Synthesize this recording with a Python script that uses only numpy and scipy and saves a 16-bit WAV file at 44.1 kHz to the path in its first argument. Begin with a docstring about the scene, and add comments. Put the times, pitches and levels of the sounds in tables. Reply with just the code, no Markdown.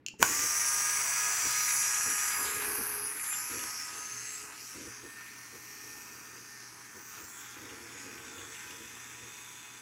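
"""Over a quiet room and a wavering mains hum, a switch snaps and the toy model bumps on a wooden table.
A small motor spins up with a plastic knock: sines whine and sing at multiples of its shaft speed, while
noise clatter that largely repeats every turn rings the frame. As a hand turns the model, its parts face the
microphone in turn, resonant skids scrape the table top and loose parts rattle; later a loose pin ticks."""
import sys
import numpy as np
from scipy import signal
from scipy.fft import rfft, irfft
from scipy.io import wavfile
from scipy.ndimage import uniform_filter1d, map_coordinates

SR = 44100
rng = np.random.default_rng(int(sys.argv[2]) if len(sys.argv) > 2 else 0)


def nominal_scale(level):
    """Amplitude ratio for a level in decibels (scalar or array-like)."""
    x = np.asarray(level, float) / 20
    return 10 ** x


def digitize_waveform(pressure):
    """Quantize a signal to 16-bit integers and store it at the path in sys.argv[1].

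    Rows of a 2-D input are taken as channels; values are limited to [-1, 1].
    """
    field = np.atleast_2d(pressure).T
    bounded = np.clip(field, -1, 1)
    quanta = np.round(bounded * 32767).astype(np.int16)
    wavfile.write(sys.argv[1], SR, quanta)


N = 432621
TIME = np.arange(N) / SR
START_S = 0.222  # the drive reaches its level

# the model in the hand, level of the drive as heard: t/s, heading/deg, level/dB
MODEL_IN_HAND = [(.3, -2.5, -41), (.7, 2, -41), (1.5, 1, -41), (2, 27, -42.5), (2.3, 33.5, -43),
                 (2.6, 63.5, -45), (3, 67, -49.5), (3.25, 49, -51.5), (3.4, 35, -48.5), (4, 6, -50.5),
                 (4.35, -0.5, -52.5), (5, -53, -57), (5.4, -70.5, -58), (5.9, -70, -56.5),
                 (6.9, -86.5, -59), (7.2, -97, -56.5), (7.5, -115, -57), (8, -145, -56), (8.6, -175, -56.5),
                 (9.2, -180, -57.5), (9.8, -180, -59.5)]


def unit(x):
    """Scale to rms 1."""
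    return x / np.sqrt(np.mean(x ** 2))


def curves(table):
    """Columns of a table as values per sample."""
    s, *columns = np.transpose(table)
    return [np.interp(TIME, s, c) for c in columns]


def colour(x, points):
    """Shape a spectrum along (Hz, dB) points."""
    hz, db = np.transpose(points)
    bins = np.maximum(np.arange(N // 2 + 1) * SR / N, 1)
    gain_db = np.interp(np.log(bins), np.log(hz), db)
    return irfft(rfft(x) * nominal_scale(gain_db), N)


def band(x, low_hz, high_hz):
    """Steep band-pass."""
    return signal.sosfilt(signal.butter(4, [low_hz, high_hz], "bandpass", fs=SR, output="sos"), x)


def resonance(x, hz, width):
    """The same resonance twice in a row, gain 1 at its centre."""
    b, a = signal.iirpeak(hz, hz / width, SR)
    return signal.lfilter(b, a, signal.lfilter(b, a, x))


def walk(rate):
    """Random levels held 1 / rate s and slewed twice; spread near 1."""
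    k = int(SR / rate)
    held = np.repeat(rng.standard_normal(N // k + 1), k)
    return 1.25 * uniform_filter1d(uniform_filter1d(held, k), k)[:N]


def grains(spread):
    """Dense clicks of uneven size."""
    size_db = spread * np.minimum(rng.exponential(size=N), 4)
    return unit(rng.standard_normal(N) * nominal_scale(size_db))


def gate(start, end, attack, release):
    """Rises from start, holds, falls after end."""
    return np.clip((TIME - start) / attack, 0, 1) * np.exp(-np.maximum(TIME - end, 0) / release)


def swell(start, end):
    """Fades in after start and out before end."""
    return np.clip(np.minimum(TIME - start, end - TIME) / 0.2, 0, 1)


def blows(events, modes, crack_db, tail_db, tail_t60):
    """Each blow cracks, rings the same modes a little differently and leaves a short room tail."""
    out, t = np.zeros(N + SR), TIME[:SR // 3]
    for s, db in events:
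        ring = 0
        for hz, mode_db, t60 in modes:
            strength = nominal_scale(mode_db + 1.5 * rng.standard_normal())
            ring = ring + strength * np.sin(2 * np.pi * hz * t) * nominal_scale(-60 * t / t60)
        ring = ring * np.clip(t / .0012, 0, 1)  # soft onset
        ring = ring + rng.standard_normal(len(t)) * nominal_scale(crack_db - 60 * t / 0.0088)
        echo = rng.standard_normal(len(t)) * nominal_scale(tail_db - 60 * t / tail_t60)
        # a gentle low-pass dulls the tail
        tail = signal.lfilter([.5], [1, -.5], signal.fftconvolve(ring, echo)[:len(t)])
        out[int(s * SR):][:len(t)] += nominal_scale(db) * (ring + tail) / np.abs(ring).max()
    return out[:N]


def room():
    """Low room murmur: steady noise with a shaped spectrum."""
    # murmur spectrum, relative: f/Hz, density/dB per Hz
    murmur_spectrum = [(30, -40), (50, -10), (80, -4.5), (130, -5.5), (300, 2.5), (450, -6), (600, -18),
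                       (2000, -19), (6000, -41), (8000, -45)]
    return nominal_scale(-63.5) * unit(colour(rng.standard_normal(N), murmur_spectrum))


def hum():
    """Mains hum: one 120 Hz sine whose level wavers."""
    return np.sqrt(2) * nominal_scale(-69.5 + 3.0 * walk(18)) * np.sin(2 * np.pi * 120 * TIME)


def switch():
    """The switch lever snaps and bounces, and a click comes as the motor starts, all ringing short damped
    modes."""
    # lever and bounces, then a click as the motor starts: t/s, peak before the tail/dB
    snaps = [(0.0632, -19.5), (0.0785, -37), (0.084, -23.5), (0.1934, -37)]
    # ringing of the switch: f/Hz, relative level/dB, t60/s
    switch_modes = [(2760, -3, 0.013), (2950, -11.5, 0.013), (4500, -4, 0.0053), (5360, -0.5, .005),
                    (6260, 1, 0.005), (6850, 5.5, 0.0047), (8300, -2, 0.0027)]
    return blows(snaps, switch_modes, crack_db=-19.5, tail_db=-33.5, tail_t60=0.26)


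def bumps():
    """Dull bumps ring the low modes of the table top."""
    # bumps: t/s, peak before the tail/dB
    bump_events = [(0.139, -43), (0.217, -28.5), (0.989, -39), (1.47, -34.5)]
    # ringing of the table top: f/Hz, relative level/dB, t60/s
    bump_modes = [(122.4, -5, 0.32), (191, 8, 0.024), (325, -13, 0.063), (870, 4, 0.038)]
    return blows(bump_events, bump_modes, crack_db=-35, tail_db=-65, tail_t60=.2)


def patterns_per_s():
    """Paths to the microphone drift by themselves and change faster while the model turns."""
    heading = curves(MODEL_IN_HAND)[0]
    degrees_per_s = uniform_filter1d(np.abs(np.gradient(heading)) * SR, size=8820)
    return 1.102 + degrees_per_s / 9  # a new pattern every 9 degrees


def radiated(lobes):
    """Level dB of each row towards the microphone as the model turns: a front lobe and a cross."""
    heading, level_db = curves(MODEL_IN_HAND)
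    level_db = level_db - 43 * np.clip((START_S - TIME) / 0.066, 0, 1)  # rise at the start
    return [level_db + db + front * np.cos(np.radians(heading - a)) + cross * np.cos(2 * np.radians(heading - b))
            for db, front, a, cross, b in lobes]


def facing(x, width_hz, depth_db, full_hz):
    """Paths from the many parts add and cancel, most in the treble; the pattern changes as the model turns."""
    hz, s, spectra = signal.stft(x, SR, nperseg=1024)
    angle = np.cumsum(np.interp(s, TIME, patterns_per_s())) * (s[1] - s[0])
    field = rng.standard_normal((200, 100))
    places = np.meshgrid(hz / width_hz, angle, indexing="ij")
    pattern = map_coordinates(field, places, order=3)
    gain_db = depth_db * pattern * np.minimum(hz / full_hz, 1)[:, None]
    return signal.istft(spectra * nominal_scale(gain_db), SR)[1][:N]


def shaft():
    """Turns of the shaft: it speeds up towards the running speed that the load allows, with slight wander."""
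    # running speed before lag and wander: t/s, speed/Hz
    running_speed = [(0.47, 135.59), (0.54, 134.95), (0.74, 135.47), (0.89, 136.94), (1.05, 137.43),
                     (1.21, 138.93), (1.41, 139.55), (1.5, 138.96), (1.58, 139.07), (1.72, 137.7),
                     (1.77, 137.7), (1.9, 137.8), (1.98, 138.83), (2.21, 137.88), (2.4, 138.6),
                     (2.49, 137.97), (2.72, 138.65), (2.92, 138.31), (3.21, 139.14), (3.35, 138.9),
                     (3.61, 140.2), (3.67, 139.71), (3.84, 140.01), (3.96, 139.5), (4.07, 140.32),
                     (4.22, 140.7), (5.34, 139.6), (5.86, 140.25), (5.93, 139.12), (6.07, 139.59),
                     (6.54, 138.41), (7.15, 138.25), (7.88, 139.89), (8.26, 139.71), (8.32, 140.3),
                     (8.47, 139.76), (8.73, 141.05), (8.8, 140.15), (9.56, 141.19), (9.79, 140.39)]
    lag_hz = 17 * np.exp(-(TIME - START_S) / .11)
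    speed = curves(running_speed)[0] - lag_hz
    return np.cumsum(speed * (1 + .0005 * walk(14))) / SR


def teeth(turns, memory, spread):
    """Clicks laid out round the shaft; each turn repeats most of the last one."""
    slots = 320  # clicks per turn
    fresh = np.resize(grains(spread), (int(turns[-1]) + 2, slots))
    pattern = signal.lfilter([1], [1, -memory], fresh, axis=0).ravel()
    return map_coordinates(pattern, [turns * slots], order=3)


def motor():
    """One shaft drives the whine, the singing gears and the tooth contact that rings frame and case."""
    # share of the clatter that repeats each turn, against the loose part: f/Hz, level/dB
    repeating = [(600, -6.5), (1200, -3.5), (4000, -9.5), (6000, -11), (10000, 2.5), (15000, -14)]
    # radiation of each frame part: level/dB, front lobe/dB, its heading/deg, cross/dB, its heading/deg
    part_lobes = [(-1, 2.6, 143, 2.1, 99), (1.5, 1.5, 142, 0.11, -41), (-8.5, 1.6, -149, 2.4, -39),
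                  (0.5, 3, -68, 0.96, 48), (-1, 3, -78, 3.8, 0), (-0.5, 4, 80, 1.6, -71),
                  (-1.5, 3.2, -150, 2.7, -56)]
    turns = shaft()
    part_db = radiated(part_lobes)
    flutter_db = 0.22 * patterns_per_s()  # more flutter while the paths change
    mesh = unit(teeth(turns, memory=.93, spread=3.0))
    contact = colour(mesh, repeating) + grains(spread=4.1)
    return (rattle(part_db[1]) + frame_parts(contact, turns, part_db, flutter_db)
            + whine(turns) + singing_gears(turns) + rings(contact, mesh, flutter_db))


def rattle(level_db):
    """Loose pins tick against the beams as noise bursts, more often while the model turns."""
    ticks_per_s = 3.9 * patterns_per_s()
    struck = rng.random(N) < ticks_per_s / SR
    ticks = struck * nominal_scale(3.5 * rng.standard_normal(N))
    t = TIME[:SR // 20]
    burst = rng.standard_normal(len(t)) * nominal_scale(-60 * t / 0.21)
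    return band(signal.fftconvolve(ticks, burst)[:N], 1590, 4050) * nominal_scale(level_db + 3.5)


def frame_parts(contact, turns, part_db, flutter_db):
    """Tooth contact rings the frame, long beams to small gears, each part in a band with its own level."""
    # ringing of the frame, relative: f/Hz, density/dB per Hz
    frame_spectrum = [(500, -36), (700, -14.5), (1000, -5), (1300, -4.5), (1900, 0), (2500, 0.5),
                      (3000, -12), (4100, -11.5), (4700, -11), (5800, -4), (7500, -13), (8900, -11.5),
                      (11000, -4.5), (13400, -12), (15500, -5)]
    # edges of the ranges in which the parts ring: f/Hz
    part_edges = (600, 1500, 2900, 4600, 6500, 8200, 12200, 15700)
    # the teeth bite harder at these multiples of the shaft speed: order
    bite_orders = (1, 3, 4)
    # swing of the bite, one for each order: depth/dB
    bite_depths = (0.5, 3.5, 0)
    # how much of the bite each part feels: factor
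    bite_shares = (0.99, 0.92, 0.24, 0.65, 0.38, 0.12, .2)
    bite_db = sum(db * np.cos(2 * np.pi * k * turns) for k, db in zip(bite_orders, bite_depths))
    clatter = facing(colour(contact, frame_spectrum), width_hz=320, depth_db=2.6, full_hz=4500)
    # the gears take up their slack, felt in the long beams
    jolt_db = 2 * np.exp(-np.abs(TIME - START_S) / 0.049)
    # the top part dulls further as the drive sinks
    drive_db = curves(MODEL_IN_HAND)[1]
    dulling_db = 0.57 * (drive_db - drive_db.max())
    parts = 0
    for low, high, db, share in zip(part_edges, part_edges[1:], part_db, bite_shares):
        level_db = db + jolt_db * (high < 3000) + 0.61 * walk(6) + flutter_db * walk(22)
        if high == part_edges[-1]:
            level_db = level_db + dulling_db
        parts = parts + unit(band(clatter, low, high) * nominal_scale(share * bite_db)) * nominal_scale(level_db)
    return parts * np.clip((TIME - .18) / 0.025, 0, 1)


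def scrape():
    """Skids judder over the wood: uneven noise rings the resonances of the table top."""
    # resonances of the table top: f/Hz, width of each pass/Hz, relative level/dB
    table_top = [(93.5, 91, 5), (308, 260, 8.5), (444.6, 48, 6.5)]
    # skids slide on the table: start/s, length/s, level/dB
    slides = [(0.194, 0.05, -40), (0.282, 0.16, -48), (1.436, 0.026, -50), (2.052, 0.078, -50.5),
              (2.383, 0.35, -50.5), (2.774, 0.042, -44.5), (2.86, 0.324, -57.5), (3.49, 0.16, -50.5),
              (3.903, 0.093, -59.5), (4.418, 0.031, -58), (4.741, 0.14, -49), (5.026, 0.042, -50.5),
              (5.519, 0.044, -55), (5.83, 0.6, -64.5), (6.935, 0.062, -58), (7.162, 0.081, -57.5),
              (7.557, 0.22, -53.5), (7.8, 0.74, -56), (8.642, 0.22, -57.5), (8.897, 0.52, -65),
              (9.202, 0.059, -58)]
    rub = grains(spread=3.0) * nominal_scale(1.9 * walk(40))
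    ringing = sum(nominal_scale(db) * resonance(rub, hz, width) for hz, width, db in table_top)
    sliding = sum(nominal_scale(db) * gate(s, s + length, attack=0.01, release=0.021) for s, length, db in slides)
    return unit(band(ringing, 50, 530)) * sliding


def whine(turns):
    """Sines at low multiples of the shaft speed, each with its own radiation lobes."""
    # multiples of the shaft speed that whine: order
    whine_orders = (3, 7, 9, 12, 13, 4, 5, 6, 11)
    # radiation of each multiple: level/dB, front lobe/dB, its heading/deg, cross/dB, its heading/deg
    whine_lobes = [(-16.5, 3, 160, 5, -61), (-15, 3, 168, 4, 20), (-10.5, 4.5, 44, 2.5, 33),
                   (-23.5, 16.5, 83, -3.5, 76), (-9.5, 6.5, -153, 6.5, -56), (-40, 5, 0, 8.5, -18),
                   (-25, -1, 3, 3, -24), (-19.5, 10, 152, 5, 53), (-28, 10, -170, 7, 18)]
    # skids pressed down, so that the lowest multiple hums in the table top: from/s, to/s, extra level/dB
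    pressed = [(.6, 1.755, 0), (2.366, 3.164, 13), (4.094, 4.495, 8.5), (4.9, 5.048, 3.5)]
    whine_db = radiated(whine_lobes)
    whine_db[0] = whine_db[0] + sum(db * gate(start, end, 0.014, 0.014) for start, end, db in pressed)
    tones = sum(np.sqrt(2) * nominal_scale(db + 1.6 * walk(25)) * np.sin(2 * np.pi * k * turns)
                for k, db in zip(whine_orders, whine_db))
    return tones * np.clip((TIME - .2) / 0.12, 0, 1)


def singing_gears(turns):
    """Sines at further shaft multiples, mostly high, swell while their gear faces the microphone."""
    # multiples of the shaft speed, one for each row of singing: order
    sing_orders = (39, 42, 43, 49, 52, 54, 56, 57, 61, 72, 86, 74, 78, 80, 81, 83, 75, 83, 90, 52, 42, 48,
                   83, 10, 13, 12)
    # when each multiple sings: from/s, to/s, level/dB
    singing = [(.35, 2.4, -52.5), (.3, 2.45, -40), (.4, 2.45, -44.5), (1.6, 2.4, -47), (1, 2.6, -51),
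               (1, 2.7, -51), (.6, 2.5, -52), (.6, 2.5, -52), (.3, 2.3, -52), (.6, 2.5, -53),
               (.5, 3.4, -54), (1, 3.8, -53), (1.3, 3.1, -52), (1.7, 3.8, -48), (1.8, 3.8, -51),
               (2.1, 2.7, -48), (2.3, 3.5, -52), (3, 3.8, -52), (2.2, 3.3, -56), (3.1, 3.9, -57),
               (4.7, 7.3, -65), (7, 9.9, -67), (7.8, 9.9, -71), (7, 8.7, -66), (.35, 2.7, -56),
               (.2, 2.9, -51)]
    total = 0
    for k, (start, end, db) in zip(sing_orders, singing):
        tone = np.sin(2 * np.pi * (k * turns + rng.random()))
        total = total + np.sqrt(2) * nominal_scale(db + 2.1 * walk(20)) * tone * swell(start, end)
    return total


def rings(contact, mesh, flutter_db):
    """Tooth contact excites strong resonances of case and gears while they point at the microphone."""
    # rings before the facing pattern: from/s, to/s, f/Hz, width of each pass/Hz, level/dB
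    ring_events = [(.2, 2.45, 5900, 600, -45), (0.298, 2, 9700, 400, -49.5), (1.2, 2.66, 7220, 500, -48),
                   (1.44, 2.4, 9950, 200, -47), (1.6, 2.9, 10950, 450, -46), (2.1, 3.2, 5000, 450, -53),
                   (2.55, 3.16, 12500, 600, -47), (2.5, 3.6, 10330, 350, -46.5),
                   (3.122, 3.6, 7240, 350, -45.5), (3.15, 3.62, 11300, 500, -46),
                   (3.55, 3.95, 5450, 500, -50), (3.85, 4.7, 2550, 500, -57), (3.85, 4.45, 6140, 396, -50),
                   (4.15, 4.5, 7600, 250, -46), (4.45, 5, 11700, 500, -60), (4.75, 5.4, 1822, 40, -58),
                   (5.45, 6.3, 13600, 900, -62), (6.9, 7.5, 14400, 1300, -60), (7.15, 7.58, 7400, 300, -61),
                   (7.25, 9.9, 3490, 400, -63.5), (8.4, 9.9, 2490, 70, -68)]
    total = 0
    for start, end, hz, width, db in ring_events:
        ring = unit(resonance(contact + 0.035 * mesh, hz, width))
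        total = total + ring * nominal_scale(db + (0.2 + flutter_db) * walk(24)) * swell(start, end)
    return facing(total, width_hz=200, depth_db=5.0, full_hz=4960)


def rumble():
    """The drive rumbles in the table top: low noise that follows the level of the drive."""
    level_db = curves(MODEL_IN_HAND)[1] - 23.5
    return unit(band(rng.standard_normal(N), 57, 162)) * nominal_scale(level_db) * (TIME > START_S)


def knocks():
    """Plastic knocks ring damped modes of the frame."""
    # knocks: t/s, peak before the tail/dB
    knock_events = [(0.227, -2), (3.639, -28)]
    # ringing of the frame: f/Hz, relative level/dB, t60/s
    knock_modes = [(1090, 3, 0.012), (1486, -2, 0.019), (2430, -1.5, 0.0094), (2970, 2.5, 0.0057),
                   (5800, 7.5, 0.0039), (6930, 6.5, 0.0047)]
    return blows(knock_events, knock_modes, crack_db=-3.5, tail_db=-36, tail_t60=0.22)


def pin_ticks():
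    """A loose pin ticks with three close damped modes."""
    # ticks: t/s, peak before the tail/dB
    tick_events = [(3.3313, -37.5), (3.5927, -39), (7.6909, -42), (8.1786, -44), (8.3827, -42),
                   (8.5465, -44), (8.707, -45)]
    # ringing of the pin: f/Hz, relative level/dB, t60/s
    tick_modes = [(3060, 4, 0.024), (2840, 7, 0.035), (3500, 6.5, 0.021)]
    return blows(tick_events, tick_modes, crack_db=-30, tail_db=-25, tail_t60=0.2)


def scene():
    """All sources at one microphone."""
    background = room() + hum()
    handling = switch() + bumps() + scrape() + knocks() + pin_ticks()
    return (background + handling + motor() + rumble())[None]


def top_cut(x):
    """Nothing passes above the cut-off."""
    return signal.sosfilt(signal.butter(12, 16990, fs=SR, output="sos"), x)


def record(dry):
    """The recorder cuts the top steeply above 15750 Hz."""
    cut = signal.sosfilt(signal.ellip(8, .2, 40, 15750, fs=SR, output="sos"), dry)
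    return top_cut(cut)


dry = scene()
out = record(dry)
digitize_waveform(out)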